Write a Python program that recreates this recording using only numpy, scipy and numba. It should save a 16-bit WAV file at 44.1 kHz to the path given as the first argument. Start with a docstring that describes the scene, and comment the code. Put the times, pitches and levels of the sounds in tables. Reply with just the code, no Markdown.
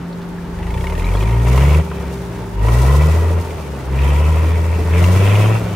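"""Outdoor air and the steady hum of a far machine; then, close to the stereo microphone, a toy tractor
creaks and its electric motor winds up from a crawl. It surges against a heavy load and coasts between
pulls. The unbalanced shaft throbs, the gearbox knocks once a turn, ringing its housing and rattling
the sheet-metal body, the spinning wheels throw sand, and slack gear teeth tick and clack."""
import sys
import numpy as np
from scipy import signal
from scipy.fft import rfft, irfft
from scipy.io import wavfile
from scipy.ndimage import uniform_filter1d
from numba import njit

SR = 44100
rng = np.random.default_rng(int(sys.argv[2]) if len(sys.argv) > 2 else 0)


def inscribe(sig):
    """Save sig as 16-bit PCM at rate SR to the path in sys.argv[1].

    A 1-D sig is mono; a 2-D sig holds one channel per row.
    Samples are clipped to [-1, 1] before scaling.
    """
    pcm = np.round(np.clip(np.atleast_2d(sig).T, -1, 1) * 32767)
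    wavfile.write(sys.argv[1], SR, pcm.astype(np.int16))


N = 253575
TIME = np.arange(N) / SR
CRUISE_HZ, GEAR_RATIO = 70, 6  # shaft's cruising speed; shaft turns per turn of the reduction gear


def undb(db):
    """Decibels to gain."""
    return np.exp(np.asarray(db) * (np.log(10) / 20))


def unit(x):
    """Scale to rms 1."""
    return x / np.sqrt(np.mean(x ** 2))


def curves(table):
    """Each column after time_s as a line through time."""
    time_s, *columns = np.transpose(table)
    return [np.interp(TIME, time_s, column) for column in columns]


def walk(rate_hz):
    """Random levels held 1 / rate_hz seconds and smoothed twice; spread near 1."""
    hold = int(SR / rate_hz)
    steps = np.repeat(rng.standard_normal(N // hold + 1), hold)
    return 2.0 * uniform_filter1d(uniform_filter1d(steps, hold), hold)[:N]


def colour(x, points):
    """Shape a sound by (frequency_hz, gain_db) points."""
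    hz, db = np.transpose(points)
    bins_hz = np.maximum(np.arange(N // 2 + 1) * SR / N, 1)
    return irfft(rfft(x) * undb(np.interp(np.log(bins_hz), np.log(hz), db)), N)


def band(x, low_hz, high_hz):
    """Steep band-pass."""
    return signal.sosfilt(signal.butter(4, [low_hz, high_hz], "band", fs=SR, output="sos"), x)


def ring(x, modes):
    """Sum of resonances, with nothing far outside them."""
    out = sum(undb(db) * signal.lfilter(*signal.iirpeak(hz, hz / width, SR), x)
              for hz, width, db in modes)
    return band(out, 0.93 * modes[0][0] - modes[0][1], 0.982 * modes[-1][0] + modes[-1][1])


@njit
def moving_mode(x, hz, width_hz):
    """One resonance whose pitch may move."""
    out, state = np.empty(len(x)), 0j
    for i in range(len(x)):
        state = state * np.exp((2j * np.pi * hz[i] - np.pi * width_hz) / SR) + x[i]
        out[i] = state.imag
    return out


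def stereo(mid, side, side_db, pan_db):
    """Direct sound in the middle, sound from other faces and the ground around it."""
    left_right = np.array([[1], [-1]])
    return (mid + left_right * undb(side_db) * side) * undb(left_right * pan_db / 2)


def spread(source, level_db, side_db, pan_db):
    """The face toward the microphone, plus the unrelated shaking of the other faces."""
    return undb(level_db) * stereo(unit(source()), unit(source()), side_db, pan_db)


def grit(spread_db):
    """Dense tiny impacts of unequal size."""
    return unit(rng.standard_normal(N) * undb(spread_db * np.minimum(rng.exponential(size=N), 7)))


def blows(turns, at, scatter_db, slop):
    """One impact a turn, off the shaft angle `at` by about `slop` turns, each of its own size."""
    offset, size = rng.standard_normal((1000, 2)).T
    when = np.interp(np.arange(1000) + at + slop * offset, turns, np.arange(N), right=-1).astype(int)
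    out = np.zeros(N)
    out[when[when >= 0]] = undb(scatter_db * size[when >= 0])
    return unit(out)


def lobe(turns, at, depth_db):
    """A gain that swings by depth_db once a turn, at the angle `at`."""
    return unit(undb(depth_db * np.cos(2 * np.pi * (turns - at))))


def strike(turns, at, fade, rest_db):
    """A gain that jumps once a turn, at the shaft angle `at`, and fades over a share of the turn."""
    return unit(np.exp(-((turns - at) % 1) / fade) + undb(rest_db))


# Open air all around the microphone: frequency_hz, gain_db
AIR_SPECTRUM = [(30, -21), (60, 1), (120, -3), (200, -4.5), (300, -6.5), (430, -10), (560, -12.5),
                (720, -16), (930, -16), (1500, -19.5), (2500, -29.5), (4300, -36), (9000, -49),
                (15500, -49)]


def outdoor_air(level_db=-30):
    """Outdoor background, nearly alike in both channels in the bass and wider in the treble."""
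    mid, side = (colour(rng.standard_normal(N) * undb(walk(16)), AIR_SPECTRUM) for _ in range(2))
    side = colour(side, [(100, -17.5), (300, -14.0), (1000, -12.0), (4000, -7.0)]) / np.std(mid)
    return undb(level_db) * stereo(unit(mid), side, side_db=4.5, pan_db=0.5)


# Two tones of a machine further off, dead centre: pitch_hz, level_db
HUM_TONES = [(174.5, -27.5), (392, -37.3)]
# Their swell and fade, added to those levels: time_s, low_tone_db, upper_tone_db
HUM_SWELLS = [(0, -2, -3.5), (1.85, -1.5, 5), (2.6, -7, 0.5), (3.85, -36, -1.5), (4.6, -4, -5),
              (5.75, 1, -3.5)]


def far_machine(sway_db=.4):
    """A distant hum whose two tones drift together in pitch and swell separately."""
    clock = np.cumsum(1 + np.interp(TIME, [0, 2, 5.75], [-.012, .008, .004])) / SR
    return sum(np.sqrt(2) * undb(db + swell_db + sway_db * walk(4.4)) * np.sin(2 * np.pi * hz * clock)
               for (hz, db), swell_db in zip(HUM_TONES, curves(HUM_SWELLS)))


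# The toy's first stirrings, close up: start_s, peak_db, pitch_hz, width_hz, decay_s
CRAWL_CREAKS = [(0.125, -35.5, 4180, 700, .005), (0.215, -37, 3900, 900, .006),
                (0.382, -32, 1700, 45, 0.0047), (0.441, -47, 3900, 800, .003)]


def creaks():
    """Small ticks and a squeak as the drive begins to creep, each one short ring."""
    out = np.zeros(N)
    age = np.arange(SR // 12) / SR
    for start_s, peak_db, hz, width_hz, decay_s in CRAWL_CREAKS:
        rub = rng.standard_normal(len(age)) * (np.exp(-age / decay_s) - np.exp(-2 * age / decay_s))
        tick = moving_mode(rub, np.full(len(age), float(hz)), float(width_hz))
        start = int(start_s * SR)
        out[start:start + len(age)] += undb(peak_db) * tick / np.abs(tick).max()
    return out


# The motor winding up, sagging and racing: time_s, shaft_hz
SHAFT_SPEED = [(0, 10.7), (.55, 22.2), (.8, 30.7), (1.28, 55.4), (1.44, 59.2), (1.81, 78.7), (2.57, 50),
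               (3.05, 77), (3.2, 82.2), (3.43, 85.3), (3.81, 65.4), (3.98, 67), (4.3, 78), (4.55, 81.5),
               (4.92, 82), (5.3, 100.7), (5.59, 112), (5.75, 99)]


def motor_shaft():
    """The shaft's speed in Hz and its running angle in turns."""
    hz, = curves(SHAFT_SPEED)
    return hz, np.cumsum(hz) / SR + 1 / 4


def envelope(start, rise, hold, ease, peak, last, release_s=0.033):
    """Rises to a peak, holds, eases to a last value and is cut."""
    return np.interp(TIME, start + np.cumsum([0, rise, hold, ease, release_s]), [0, peak, peak, last, 0])


# Pulls against the load (1 is full load): start_s, rise_s, hold_s, ease_s, peak_load, last_load,
# extra_rattle_db, extra_second_order_db, extra_housing_db
PULLS = [(0.513, 0.17, 0.51, 0.29, 0.64, 0.58, -1, 1.5, 2),
         (1.388, 0.088, 0.19, .13, 1, 0.79, 1.5, -0.5, -1),
         (2.534, 0.12, 0.26, 0.48, 1, 0.27, -2.5, -0.5, 1.5),
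         (3.858, 0.19, 0.04, 0.93, 0.74, 0.09, 3, -3.5, 1),
         (4.814, 0.15, 0.464, 0.13, 0.69, 0.45, 3, 0, -0.5)]


def surges():
    """Each pull eases as the wheels slip; the strongest sets the load and the three extra levels."""
    load, extra = np.zeros(N), np.zeros((3, N))
    for start, rise, hold, ease, peak, last, *extra_db in PULLS:
        pull = envelope(start, rise, hold, ease, peak, last)
        extra = np.where(pull > load, np.outer(extra_db, pull / peak), extra)
        load = np.maximum(load, pull)
    return load, *extra


# How full load shakes the toy's frame: shaft_hz, first_order_db, second_order_db
FRAME_SHAKE = [(12, -42, -41), (21.3, -43, -22.5), (31.4, -30, -20.5), (44.8, -13.5, -23),
               (58.1, -13.5, -16), (77.4, -10, -17.5), (81.3, -11, -29), (88, -9, -20), (107, -12, -33)]


def shaking(hz, load, unbalance_db=-29, coast_second_db=-15):
    """First two shaft orders in dB: unbalance grows with speed squared, and load shakes the frame."""
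    speed, first_db, second_db = np.transpose(FRAME_SHAKE)
    unbalance = undb(unbalance_db) * (hz / CRUISE_HZ) ** 2
    first = unbalance + undb(np.interp(hz, speed, first_db)) * load ** 0.7
    second = undb(np.interp(hz, speed, second_db)) * (undb(coast_second_db) + load)
    return 20 * np.log10(first), 20 * np.log10(second)


def throb(turns, hz, first_db, second_db):
    """The unbalanced shaft shakes the whole toy; at a crawl each turn is a jerk, rich in overtones."""
    angle = 2 * np.pi * turns
    tone = undb(first_db + 0.045 * walk(23.7)) * np.cos(angle)
    tone += undb(second_db + 0.54 * walk(24.06)) * np.cos(2 * angle)
    jerk_db = second_db + np.interp(hz, [17, 28, 60], [4, -6, -21])
    tone += undb(jerk_db + 2 * walk(31.43)) * (np.cos(3 * angle) + undb(-4.5) * np.cos(4 * angle))
    shudder = colour(rng.standard_normal(N),
                     [(15, -13), (50, 4.0), (130, 9.5), (230, -3.5), (450, -3.0), (1000, -74)])
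    mid = np.sqrt(2) * tone + undb(first_db - 15.5) * unit(shudder)
    side = np.sqrt(2) * undb(first_db) * np.sin(angle)
    return stereo(mid, side, side_db=-22.5, pan_db=0.7)


def teeth(turns, harmonics=110, size=4096):
    """The reduction gear's uneven teeth: a roughness that comes round with every turn of that gear."""
    profile = irfft(np.r_[0, np.exp(2j * np.pi * rng.random(harmonics))], size)
    return unit(np.interp(turns / GEAR_RATIO, np.arange(size) / size, profile, period=1))


# Modes of the chassis, heard close up: pitch_hz, width_hz, gain_db
CHASSIS_MODES = [(261, 55, -12), (369, 51, 1), (455, 44, 3.5), (508, 71, 1.5), (584, 68, -1.5),
                 (680, 88, -12.5), (1072, 105, -10), (1290, 91, -9.5)]
# Gear-mesh whine and the resonances it crosses: shaft_multiple, resonance_hz, width_hz, gain_db
MESH_WHINES = [(4, 375, 50, -12), (16 / 3, 445, 35, -8.5)]
# Swell once per turn of the reduction gear: shaft_hz, depth_db
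CHUG_DEPTH = [(66, 1.5), (81, 4.3), (105, 4.5)]


def gearbox(turns, hz, level_db, knock_db=-3.5, grit_db=-6, flutter_db=2.5):
    """A knock each turn with grinding teeth after it; at speed the slow reduction gear chugs."""
    depth_db = np.interp(hz, *np.transpose(CHUG_DEPTH)) * (1 + .12 * walk(12))
    chug = lobe(turns / GEAR_RATIO, at=0.58, depth_db=depth_db)
    grind = strike(turns, at=.25, fade=.33, rest_db=-9)
    knock = blows(turns, at=0.29, scatter_db=0.5, slop=0.008)
    pushes = (grind * teeth(turns), 0), (knock, knock_db), (grind * grit(.4), grit_db)
    mid = sum(undb(db) * unit(ring(chug * push, CHASSIS_MODES)) for push, db in pushes)
    for order, resonance_hz, width_hz, db in MESH_WHINES:
        whine = chug * undb(flutter_db * walk(60)) * np.sin(2 * np.pi * order * turns)
        mid = mid + undb(db) * unit(ring(whine, [(resonance_hz, width_hz, 0)]))
    side = ring(chug * grind * grit(.6), CHASSIS_MODES)
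    return undb(level_db) * stereo(unit(mid), unit(side), side_db=-7.5, pan_db=1.0)


def housing(turns, level_db, pressure, rest_hz=886, rise_hz=116):
    """Each turn rings the gear housing; pressed by the throb, it rises, wobbles and gains a mode."""
    hz = rest_hz + rise_hz * pressure
    wobble = 1 + .02 * pressure * walk(90)
    swell = lobe(2 * turns / GEAR_RATIO, at=0.27, depth_db=-0.5)
    scrape = strike(turns, at=0.28, fade=0.76, rest_db=-10.0)

    def face():
        knock = undb(-8) * blows(turns, at=.35, scatter_db=-3.0, slop=0.0405)
        push = swell * (knock + scrape * grit(0.86))
        low = band(moving_mode(push, hz * wobble, 59.0), 797, 1260)
        middle = band(moving_mode(push, 1.372 * hz * wobble, 130.0), 1136, 1484)
        high = band(moving_mode(push, 1.975 * hz, 44.0), 1847, 2040)
        return unit(low) + undb(-7.5) * np.sqrt(pressure) * unit(middle) + undb(-11.5) * unit(high)
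    return spread(face, level_db, side_db=-3.0, pan_db=1.5)


# Modes of the sheet-metal body, close to the microphone: pitch_hz, width_hz, gain_db
PANEL_MODES = [(1853, 46, 5), (1970, 35, 7), (2108, 90, 6), (2342, 134, 8.5), (2540, 70, 6), (2630, 93, 9),
               (2792, 52, 7.5), (3030, 150, 3), (3340, 53, 0), (4130, 150, -21)]
# Balance of the high modes against the low ones: time_s, tilt_db
PANEL_BALANCE = [(0.7, -2), (1.25, -5), (1.7, 0.5), (2.7, -1.5), (3.3, -1), (4.2, -0.5), (4.9, -6),
                 (5.35, 3), (5.6, -2), (5.75, 8)]


def rattle(turns, level_db, drift=.01, flicker_db=1.5):
    """Loose panels chatter and buzz with every turn; their pitches wander as they shift."""
    swell = lobe(2 * turns / GEAR_RATIO, at=0.91, depth_db=0.5) * undb(0.62 * walk(55))
    buzz = strike(turns, at=.35, fade=.33, rest_db=-6)
    tilt_db, = curves(PANEL_BALANCE)
    modes = [(hz * (1 + drift * walk(9)), float(width), undb(db + flicker_db * walk(20)))
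             for hz, width, db in PANEL_MODES]

    def face():
        chatter = undb(-14.0) * blows(turns, at=.35, scatter_db=9.5, slop=0.086)
        push = swell * (chatter + buzz * grit(1.5))
        panels = sum(gain * width * moving_mode(push, hz, width) for hz, width, gain in modes)
        low, high = band(panels, 1375, 2324), band(panels, 2150, 3790)
        return undb(-tilt_db / 2) * low + undb(tilt_db / 2) * high
    return spread(face, level_db, side_db=-5, pan_db=0.0)


# Wheels spinning on the sand (1 is full slip): start_s, rise_s, hold_s, ease_s, peak_slip, last_slip
WHEEL_SLIPS = [(0.533, 0.29, 0.39, 0.22, 0.6, 0.37), (1.359, 0.15, 0.07, 0.2, 0.89, 0.63),
               (2.6, 0.062, 0.23, 0.43, 0.99, 0.2), (3.894, 0.15, 0.056, 0.88, 0.54, 0.04),
               (4.767, 0.24, 0.38, 0.17, 0.7, 0)]
# The spray, close and wide: frequency_hz, gain_db
SAND_SPECTRUM = [(1500, -45), (2600, -14), (3500, -4), (4200, -5.5), (6400, -5.5), (7500, -8), (9100, -7.5),
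                 (12300, -12), (15500, -13.5)]


def sand(turns, hz):
    """Grains spray from the treads as they slip, in a small spurt with each turn of the shaft."""
    slip = np.max([envelope(*row) for row in WHEEL_SLIPS], axis=0)
    level_db = loudness(hz, slip, coast_db=-48, db_per_hz=0.13, effort_db=12.3)
    spurts = strike(turns, at=0.19, fade=0.26, rest_db=5.5) * undb(0.95 * walk(70) + 0.22 * walk(14))
    return spread(lambda: colour(spurts * grit(2.5), SAND_SPECTRUM), level_db, side_db=-2.0, pan_db=-0.5)


def ticks(turns, hz, load, first_turns=45, hardest_hz=35, scatter_db=1.5):
    """Winding up under load, slack teeth tick on each turn with no hard blow; gives rows for clacks."""
    chance = rng.standard_normal((first_turns, 3))
    when = np.searchsorted(turns, np.arange(first_turns) + 1 / 8)
    rows = []
    for i, (size, pitch, thud) in zip(when, chance):
        turns_from_blow = hz[i] * min(abs(i / SR - row[0]) for row in TOOTH_BLOWS)
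        if load[i] > 0 and turns_from_blow > .5:
            db = -28 + 10 * np.log10(load[i]) - .22 * abs(hz[i] - hardest_hz) + scatter_db * size
            ping_hz = (1650 + 12 * hz[i]) * (1 + 0.11 * pitch)
            rows.append((i / SR, ping_hz, db, 1.45 * ping_hz, db - 6, db - 9, db + scatter_db * thud))
    return rows


# Hard blows of gear teeth taking up their slack, close and near the centre:
# start_s, ping_hz, ping_db, upper_hz, upper_db, crack_db, thud_db
TOOTH_BLOWS = [(0.84, 1880, -27, 3350, -48, -39, -17.5), (0.868, 2170, -22.5, 2863, -32, -35, -26),
               (0.9219, 2070, -30, 2870, -37, -42, -21), (0.9945, 2480, -28, 3940, -42, -37, -30),
               (1.0199, 2100, -28, 3046, -37, -38, -23), (1.0433, 2282, -27, 3930, -34, -40, -32),
               (1.0662, 2330, -22, 3450, -51, -54, -32), (1.0877, 2357, -25, 2928, -40, -42, -23),
               (1.1492, 1940, -36, 3340, -31.5, -43, -12.5), (1.17, 2379, -32, 4188, -35, -38, -24),
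               (1.206, 2454, -28, 3036, -36, -38, -22), (1.2248, 2185, -28, 3340, -30, -36, -18),
               (1.47, 2070, -27, 2896, -41, -37, -24), (1.5768, 2140, -30, 2756, -24, -30, -13),
               (1.7448, 2600, -24.5, 2756, -29, -31, -18), (1.9128, 1959, -41, 3057, -50, -46, -19),
               (2.6831, 2260, -29, 3639, -43, -34, -14.5), (2.9455, 2519, -42, 3060, -43, -46, -13),
               (5.041, 2740, -22, 2800, -30, -33, -18), (5.2124, 2370, -35, 3360, -46, -44, -20),
               (5.3534, 2580, -20, 2853, -22, -37, -24)]


def clacks(rows, ping_decay_s=.0055, roughness=.4, panel_over_crack_db=9.5):
    """Each blow cracks, a small metal part pings with two modes, and panels and chassis ring along."""
    out = np.zeros((2, N))
    age = np.arange(SR // 16) / SR
    contact = np.exp(-age / 0.005) - np.exp(-age / 0.00057)
    swell = np.exp(-age / ping_decay_s) - np.exp(-age / .001)

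    def ping(hz):
        """A short ring, roughened as the part chatters against its seat."""
        chatter = unit(band(rng.standard_normal((2, len(age))), 0.904 * hz, 1.05 * hz))
        tone = np.sin(2 * np.pi * hz * age + np.array([[0], [np.pi / 2]]))
        return swell * (tone + roughness * chatter)
    for start_s, ping_hz, ping_db, upper_hz, upper_db, crack_db, thud_db in rows:
        scrape = rng.standard_normal((2, len(age))) * contact
        crack = band(scrape, 2500, 12000)
        panel = ring(scrape, PANEL_MODES)
        thud = ring(scrape, sorted(CHASSIS_MODES + [(975, 120, 5.5)]))
        parts = ((ping(ping_hz), ping_db), (ping(upper_hz), upper_db), (crack, crack_db),
                 (panel, crack_db + panel_over_crack_db), (thud, thud_db))
        mid, side = sum(undb(db) * x / np.abs(x).max(axis=1, keepdims=True) for x, db in parts)
        start = int(start_s * SR)
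        out[:, start:start + len(age)] += stereo(mid, side, side_db=-17, pan_db=1.0)
    return out


def loudness(hz, effort, coast_db, db_per_hz, effort_db):
    """Level in dB of a part that gets louder with shaft speed and with effort (load or slip, 0-1)."""
    return coast_db + db_per_hz * (hz - CRUISE_HZ) + effort_db * effort


def scene():
    """The toy up close, timed by its shaft and driven by its load, over the air and the far hum."""
    hz, turns = motor_shaft()
    load, extra_rattle_db, extra_second_db, extra_housing_db = surges()
    first_db, second_db = shaking(hz, load)
    pressure = undb(first_db - first_db.max())
    gearbox_db = loudness(hz, load, coast_db=-37.5, db_per_hz=0.19, effort_db=11.74)
    housing_db = loudness(hz, load, coast_db=-41, db_per_hz=0.065, effort_db=10.5) + extra_housing_db
    rattle_db = loudness(hz, load, coast_db=-46.5, db_per_hz=0.17, effort_db=13.1) + extra_rattle_db
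    drive = throb(turns, hz, first_db, second_db + extra_second_db) + gearbox(turns, hz, gearbox_db)
    body = housing(turns, housing_db, pressure) + rattle(turns, rattle_db)
    surroundings = sand(turns, hz) + outdoor_air() + far_machine()
    return drive + body + surroundings + creaks() + clacks(TOOTH_BLOWS + ticks(turns, hz, load))


def record(dry):
    """The recorder cuts the treble steeply above 15.6 kHz."""
    return signal.sosfilt(signal.ellip(10, .2, 80, 15600, fs=SR, output="sos"), dry)


dry = scene()
out = record(dry)
inscribe(out)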